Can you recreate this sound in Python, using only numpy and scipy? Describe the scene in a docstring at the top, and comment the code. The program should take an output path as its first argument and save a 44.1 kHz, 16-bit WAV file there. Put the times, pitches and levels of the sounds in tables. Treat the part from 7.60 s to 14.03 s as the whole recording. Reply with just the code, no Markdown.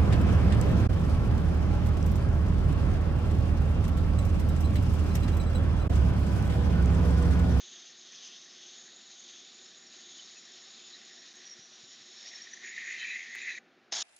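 """An airbrush sprays a painted board from close by: shaped noise hisses and sings in the gap between nozzle
and board, in four breathy resonances that shift as the hand moves, with short whistles on top.
The trigger is let go, then air blasts once more as a rough, broad burst of noise. A hand softly bumps the board.
An extractor fan drones as steady noise with duct resonances; the workshop adds a faint noise-like tail.
A narrow-band mono microphone channel carries it all and twice delivers a sound packet late."""
import sys
import numpy as np
from scipy import signal
from scipy.fft import rfft, irfft, next_fast_len
from scipy.io import wavfile
from scipy.ndimage import uniform_filter1d, map_coordinates

SR = 44100
rng = np.random.default_rng(int(sys.argv[2]) if len(sys.argv) > 2 else 0)


def log_audio(samples):
    """Write samples as a 16-bit WAV file to the path given in sys.argv[1]."""
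    # one column per channel
    frames = np.atleast_2d(samples).T
    # limit to full scale, then quantise
    limited = np.clip(frames, -1, 1)
    pcm = np.round(limited * 32767).astype(np.int16)
    wavfile.write(sys.argv[1], SR, pcm)


def how_loud(loudness_db):
    """Turn decibels into a plain amplitude multiplier (0 dB gives 1, 20 dB gives 10)."""
    steps = np.asarray(loudness_db, float) / 20
    return 10 ** steps


N = 283556  # length of the scene, samples
FRAME = 256  # spectral frame for shaping noise, samples


def unit(x):
    """x at rms 1."""
    return x / np.sqrt(np.mean(x ** 2) + 1e-20)


def along(points, hz):
    """Reads (frequency [Hz], value) points at hz, on a log frequency axis."""
    point_hz, value = np.transpose(points)
    return np.interp(np.log(hz + 1), np.log(point_hz + 1), value)


def curves(rows, t):
    """Each column after the time, read at times t."""
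    row_s, *columns = np.transpose(rows)
    return [np.interp(t, row_s, column) for column in columns]


def wobble(rate):
    """A smooth random curve, rate knots a second."""
    knots = rng.standard_normal(N // 100)
    return map_coordinates(knots, [np.arange(N) * rate / SR])


def filtered(x, gain):
    """x times a response of frequency."""
    m = next_fast_len(N + 8192)
    return irfft(rfft(x, m) * gain(np.fft.rfftfreq(m, 1 / SR)), m)[:N]


def rush(colour, patchy_db):
    """Turbulent air: coloured noise of rms 1 whose gain varies in random patches of time and frequency."""
    spectrum = signal.stft(rng.standard_normal(N), nperseg=FRAME)[2]
    patches = uniform_filter1d(rng.standard_normal(spectrum.shape), size=3, axis=0)
    patches = uniform_filter1d(patches, size=16, axis=1)
    noise = signal.istft(spectrum * how_loud(patchy_db * unit(patches)), nperseg=FRAME)[1][:N]
    return unit(filtered(noise, lambda hz: how_loud(along(colour, hz))))


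def spray():
    """The jet on the board: broad hiss and gap resonances, whose unsteadiness is partly shared, partly their own."""
    # the hand sweeps to and fro; nearer the board the jet swells:
    # (time [s], top resonance of the nozzle-board gap [Hz], swell [dB])
    hand = [(0, 6310, 0), (.1, 6400, 1.5), (.37, 6420, -2), (.6, 6170, 2), (.76, 6150, 1.5),
            (.88, 6320, -3), (1.08, 6210, 2.5), (1.25, 6720, 0.5), (1.48, 6650, -2), (1.76, 6400, 1.5),
            (1.92, 6780, -1.5), (2.3, 6770, -4.5), (2.52, 6520, 2), (2.72, 6800, 0.5), (3.2, 6690, 1),
            (3.36, 6830, 0.5), (3.6, 6690, -0.5), (4.05, 6700, -4), (4.55, 6700, 1), (4.75, 6630, 5),
            (5.0, 6740, -1), (5.4, 6720, 1.5), (5.68, 6550, 0), (5.9, 6640, 1.5)]
    # tilting the nozzle feeds the third resonance and starves its neighbours:
    # (time [s], third resonance [Hz], tilt [dB])
    tilting = [(0, 5480, -4.5), (.4, 5290, 0.5), (.9, 5240, 0.5), (1.5, 5640, -2.5), (2.6, 5410, -0.5),
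               (2.82, 5460, 5.5), (3.3, 5250, 0.5), (3.8, 5580, 6), (3.95, 5670, 7.5), (4.25, 5620, 5),
               (4.5, 5400, 3.5), (4.7, 5460, 9), (4.87, 5600, 5.5), (4.97, 5930, 5), (5.1, 5930, 1.5),
               (5.9, 5970, 0)]
    # the lowest resonance starts to howl and grows a shoulder:
    # (time [s], howl level [dB], shoulder over howl [dB])
    howling = [(0, -68.5, -12), (2.1, -70.5, -12), (3.0, -66.5, -12), (3.15, -71, -17), (3.5, -63.5, -12),
               (3.95, -63, -9), (4.03, -70.5, -13), (4.58, -64, -10), (4.7, -58.5, -8.5), (5.01, -58, -10),
               (5.045, -41, -19), (5.1, -47, -14), (5.18, -43.5, -16), (5.32, -40.5, -12),
               (5.4, -44.5, 1.5), (5.46, -42, 0), (5.56, -39, -9), (5.68, -44, -11), (5.8, -42.5, -4.5),
               (5.9, -40.5, -2.5), (5.98, -42, -6)]
    # a faint resonance that glides up while the nozzle tilts: (time [s], centre [Hz], level [dB])
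    glide = [(.5, 4590, -75), (.62, 4610, -59.5), (.75, 5100, -66), (.95, 5330, -64), (1.1, 5430, -72)]
    # spectrum of the jet's broad hiss: (frequency [Hz], relative density [dB per Hz])
    jet_colour = [(300, -45), (900, -21), (1050, -10.5), (1370, -15), (1760, -11.5), (2820, -5.5),
                  (3660, 1), (4740, -2.5), (7000, -5.5), (12000, -12)]
    # the four gap resonances, low to high: (width [Hz], steepness below centre, steepness above)
    gap_shapes = [(400, 1.66, 0.83), (700, 0.93, 0.62), (560, 1.5, 0.86), (676, 1.1, 0.83)]
    # each resonance's own unsteadiness, low to high: (depth [dB])
    gap_flicker_db = [2.54, 0.46, 2.2, 1.8]
    # each resonance's random drift, low to high: (share of its frequency)
    gap_wander = [0.014, 0.018, .005, .012]
    # the trigger is let go: (time [s], time to fall 60 dB [s])
    release_s, release_t60 = (5.984, 0.024)
    jet_db, second_db, third_db, top_db = -53.5, -56.5, -64.5, -56  # levels at rest

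    t = np.arange(N) / SR
    top_hz, swell = curves(hand, t)
    third_hz, tilt = curves(tilting, t)
    howl_db, shoulder_db = curves(howling, t)
    flutter = 0.62 * wobble(9) + 0.25 * wobble(40)  # dB, shared
    hiss_db = jet_db + 0.35 * swell + flutter + 1.2 * wobble(30)
    out = how_loud(hiss_db) * rush(jet_colour, patchy_db=1.0)

    # the lowest resonance rests at 1821 Hz and rises 4.5 Hz per dB of howl
    gap = [(1821 + 4.5 * (howl_db - howl_db[0]), howl_db),
           (0.557 * top_hz, second_db + swell - 0.5 * tilt),
           (third_hz, third_db + tilt),
           (top_hz, top_db + 1.1 * swell - 0.8 * tilt)]
    for (hz, db), shape, flicker_db, drift in zip(gap, gap_shapes, gap_flicker_db, gap_wander):
        wander = 1 + drift * wobble(12)
        unsteady_db = flutter + flicker_db * wobble(30) + 1.56 * wobble(110)
        out += singing(hz * wander, db + unsteady_db, shape)

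    unsteady_db = flutter + 2.5 * wobble(30) + 1.6 * wobble(110)
    shoulder_hz = 2492 + 40 * wobble(12)
    out += singing(shoulder_hz, howl_db + shoulder_db + unsteady_db, (450, 1.3, 2.8))
    glide_hz, glide_db = curves(glide, t)
    out += singing(glide_hz, glide_db + flutter, (450, 1.4, 1.4))
    return (out + whistles()) * how_loud(-60 * np.clip(t - release_s, 0, 1) / release_t60)


def singing(centre_hz, level_db, shape):
    """One breathy resonance of the gap; centre and level are given per sample."""
    return how_loud(level_db) * breathy(lambda s: np.interp(s * SR, np.arange(N), centre_hz), shape)


def breathy(centre_hz, shape):
    """Noise of rms 1 through a steep resonance whose centre is a function of time."""
    hz, t, spectrum = signal.stft(rng.standard_normal(N), SR, nperseg=2 * FRAME)
    width, below, above = shape
    off = 2 * (hz[:, None] - centre_hz(t)) / width  # distance from the centre, in half widths
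    gain = (1 + off ** 2) ** -np.where(off < 0, below, above)
    gain = gain / np.linalg.norm(gain, axis=0)  # even loudness wherever the centre is
    return unit(signal.istft(spectrum * gain, SR, nperseg=2 * FRAME)[1][:N])


def whistles():
    """Each puff is noise in one narrow band under a bell-shaped swell."""
    # short puffs and whistles as the jet crosses an edge:
    # (time [s], centre [Hz], level at the height of the swell [dB], width [Hz], length [s])
    puffs = [(0.651, 2980, -57.5, 297, 0.064), (2.272, 5650, -55, 350, .015),
             (2.598, 3040, -49.5, 120, 0.0084), (2.77, 2574, -52.5, 120, 0.015),
             (2.78, 5840, -51, 250, 0.017), (2.787, 6780, -52.5, 500, .03),
             (3.346, 3890, -45.5, 400, 0.021), (3.358, 1850, -58, 300, .02), (3.514, 1810, -59, 300, 0.011),
             (3.766, 6640, -53, 500, .025), (3.872, 5700, -47, 252, 0.024), (3.921, 5610, -46, 200, 0.033),
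             (4.634, 5250, -51, 400, 0.014), (4.675, 4630, -47.5, 2500, 0.033),
             (4.68, 5640, -46.5, 497, 0.021), (4.692, 700, -69, 503, 0.21),
             (4.746, 1940, -49.5, 298, 0.015), (4.758, 5440, -47, 302, 0.031), (4.82, 1800, -55, 298, 0.01),
             (4.824, 5570, -44, 250, .012), (4.874, 1840, -50, 300, .006), (4.936, 1860, -47, 297, .009),
             (4.939, 5960, -42.5, 252, 0.0092), (4.974, 1870, -47.5, 300, .008),
             (5.086, 6810, -49, 400, 0.048), (5.181, 1830, -38, 300, 0.0069),
             (5.412, 3970, -49, 380, 0.056), (5.425, 3110, -47.5, 320, 0.055),
             (5.519, 3930, -47, 200, 0.038), (5.535, 1920, -36, 300, 0.011), (5.616, 3260, -56, 249, 0.024),
             (5.826, 7080, -48, 250, 0.02), (5.921, 3930, -51, 450, 0.05)]
    out, t = np.zeros(N), np.arange(-4096, 4096) / SR
    hz = np.fft.rfftfreq(len(t), 1 / SR)
    for s, centre, db, width, length in puffs:
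        band = (1 + (2 * (hz - centre) / width) ** 2) ** -1.6
        noise = unit(irfft(rfft(rng.standard_normal(len(t))) * band))
        bell = np.exp(-2 * (t / length) ** 2)
        out[round((s + t[0]) * SR):][:len(t)] += how_loud(db) * noise * bell
    return out


def blast():
    """The valve snaps open and a rough, broad jet roars; air slips past just before it opens."""
    # free blast of air: (time [s], level [dB])
    blast_levels = [(6.33, -31), (6.42, -32.5)]
    # opening of the valve, and the short fade that ends the sound: (start [s], rise [s], end [s], fade [s])
    start, rise, end, fade = (6.321, 0.0014, 6.43, 0.007)
    # spectrum of the blast: (frequency [Hz], relative density [dB per Hz])
    blast_colour = [(150, -31), (350, -22.5), (520, -20), (730, -6.5), (1050, -13.5), (1450, -12),
                    (1900, -9.5), (2500, -13), (3300, -4.5), (4400, -4.5), (5400, -2.5), (6500, -1.5),
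                    (7200, -6), (12000, -12)]
    leak_s, leak_db = 0.0082, -15  # length of the leak's rise, its level under the blast
    t = np.arange(N) / SR
    gate = np.clip((t - start) / rise, 0, 1) * np.clip((end - t) / fade, 0, 1)
    leak = np.clip((t - start) / leak_s + 1, 0, 1) * (t < start + rise)
    gate = gate + how_loud(leak_db) * leak
    rough_db = 1.6 * wobble(350)
    return gate * how_loud(curves(blast_levels, t)[0] + rough_db) * rush(blast_colour, patchy_db=3.0)


def thumps():
    """A hand bumps the board: each bump is one soft low push, a 135 Hz wave under a short bell."""
    # bumps: (time [s], level [dB])
    bumps = [(3.981, -56.5), (4.225, -58), (4.399, -63)]
    out, t = np.zeros(N), np.arange(SR // 10) / SR
    push = np.exp(-((t - .014) / 0.0047) ** 2) * np.sin(2 * np.pi * 135 * t)
    for s, db in bumps:
        out[round(s * SR):][:len(t)] += how_loud(db) * push
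    return out


def workshop(x):
    """The room's answer is a noise tail in which each frequency dies at its own speed."""
    # decay of the room: (frequency [Hz], time to fall 60 dB [s])
    room_decay = [(500, 0.29), (3000, 0.25), (7000, 0.34)]
    hz, t, spectrum = signal.stft(rng.standard_normal(SR // 2), SR, nperseg=FRAME)
    decay = how_loud(-60 * t / along(room_decay, hz)[:, None])
    tail = signal.istft(spectrum * decay, SR, nperseg=FRAME)[1]
    return signal.fftconvolve(x, tail / np.linalg.norm(tail))[:N]


def fan():
    """The extractor fan: steady air noise through a few duct resonances."""
    # spectrum of the fan's air noise: (frequency [Hz], relative density [dB per Hz])
    fan_colour = [(25, -26.5), (100, -19), (200, -8.5), (350, -10), (500, -10), (800, -14), (900, -17.5),
                  (1460, -9), (4000, -19.5), (12000, -39)]
    # duct resonances: (centre [Hz], width [Hz], gain [dB])
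    duct_modes = [(233, 50, 7), (362.8, 51, 11), (700, 73, 7), (787, 35, 7.5), (1050, 30, -5)]

    def duct(hz):
        return how_loud(sum(db / (1 + (2 * (hz - centre) / width) ** 2) for centre, width, db in duct_modes))

    level_db = -63.5 + 0.5 * wobble(5)
    return how_loud(level_db) * unit(filtered(rush(fan_colour, patchy_db=0.6), duct))


def scene():
    """Airbrush, its faint room tail, fan and bumps reach one microphone, so both channels are alike."""
    brush = spray() + blast()
    mono = brush + how_loud(-24) * workshop(brush) + fan() + thumps()
    return np.tile(mono, (2, 1))


def band_limit(x):
    """A steep low-pass at the top of the band."""
    return signal.sosfilt(signal.butter(12, 15700, fs=SR, output="sos"), x)


def record(dry):
    """Narrow-band channel; a late packet leaves a short silence, then plays over the start of the next."""
    # response of microphone and 16 kHz sampling, whose image leaves a bump near 9 kHz:
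    # (frequency [Hz], gain [dB])
    channel_response = [(20, -18), (150, -0.5), (7050, -1.5), (7250, -14.5), (7700, -18), (8700, -33.5),
                        (8950, -26), (9400, -39), (9800, -64)]
    # packets that come late: (time [s])
    late_packets = [3.7325, 5.7525]
    packet_s, lateness_s, floor_db = 0.02, 0.004, -93.5  # floor_db: level of the digital white noise floor
    heard = filtered(dry[0], lambda hz: how_loud(along(channel_response, hz)))
    out = heard.copy()
    late, size = round(lateness_s * SR), round(packet_s * SR)
    for s in late_packets:
        i = round(s * SR)
        out[i:i + late] = 0
        out[i + late:i + late + size] = heard[i:i + size]
    out = out + how_loud(floor_db) * rng.standard_normal(N)
    return band_limit(np.tile(out, (2, 1)))


dry = scene()
out = record(dry)
log_audio(out)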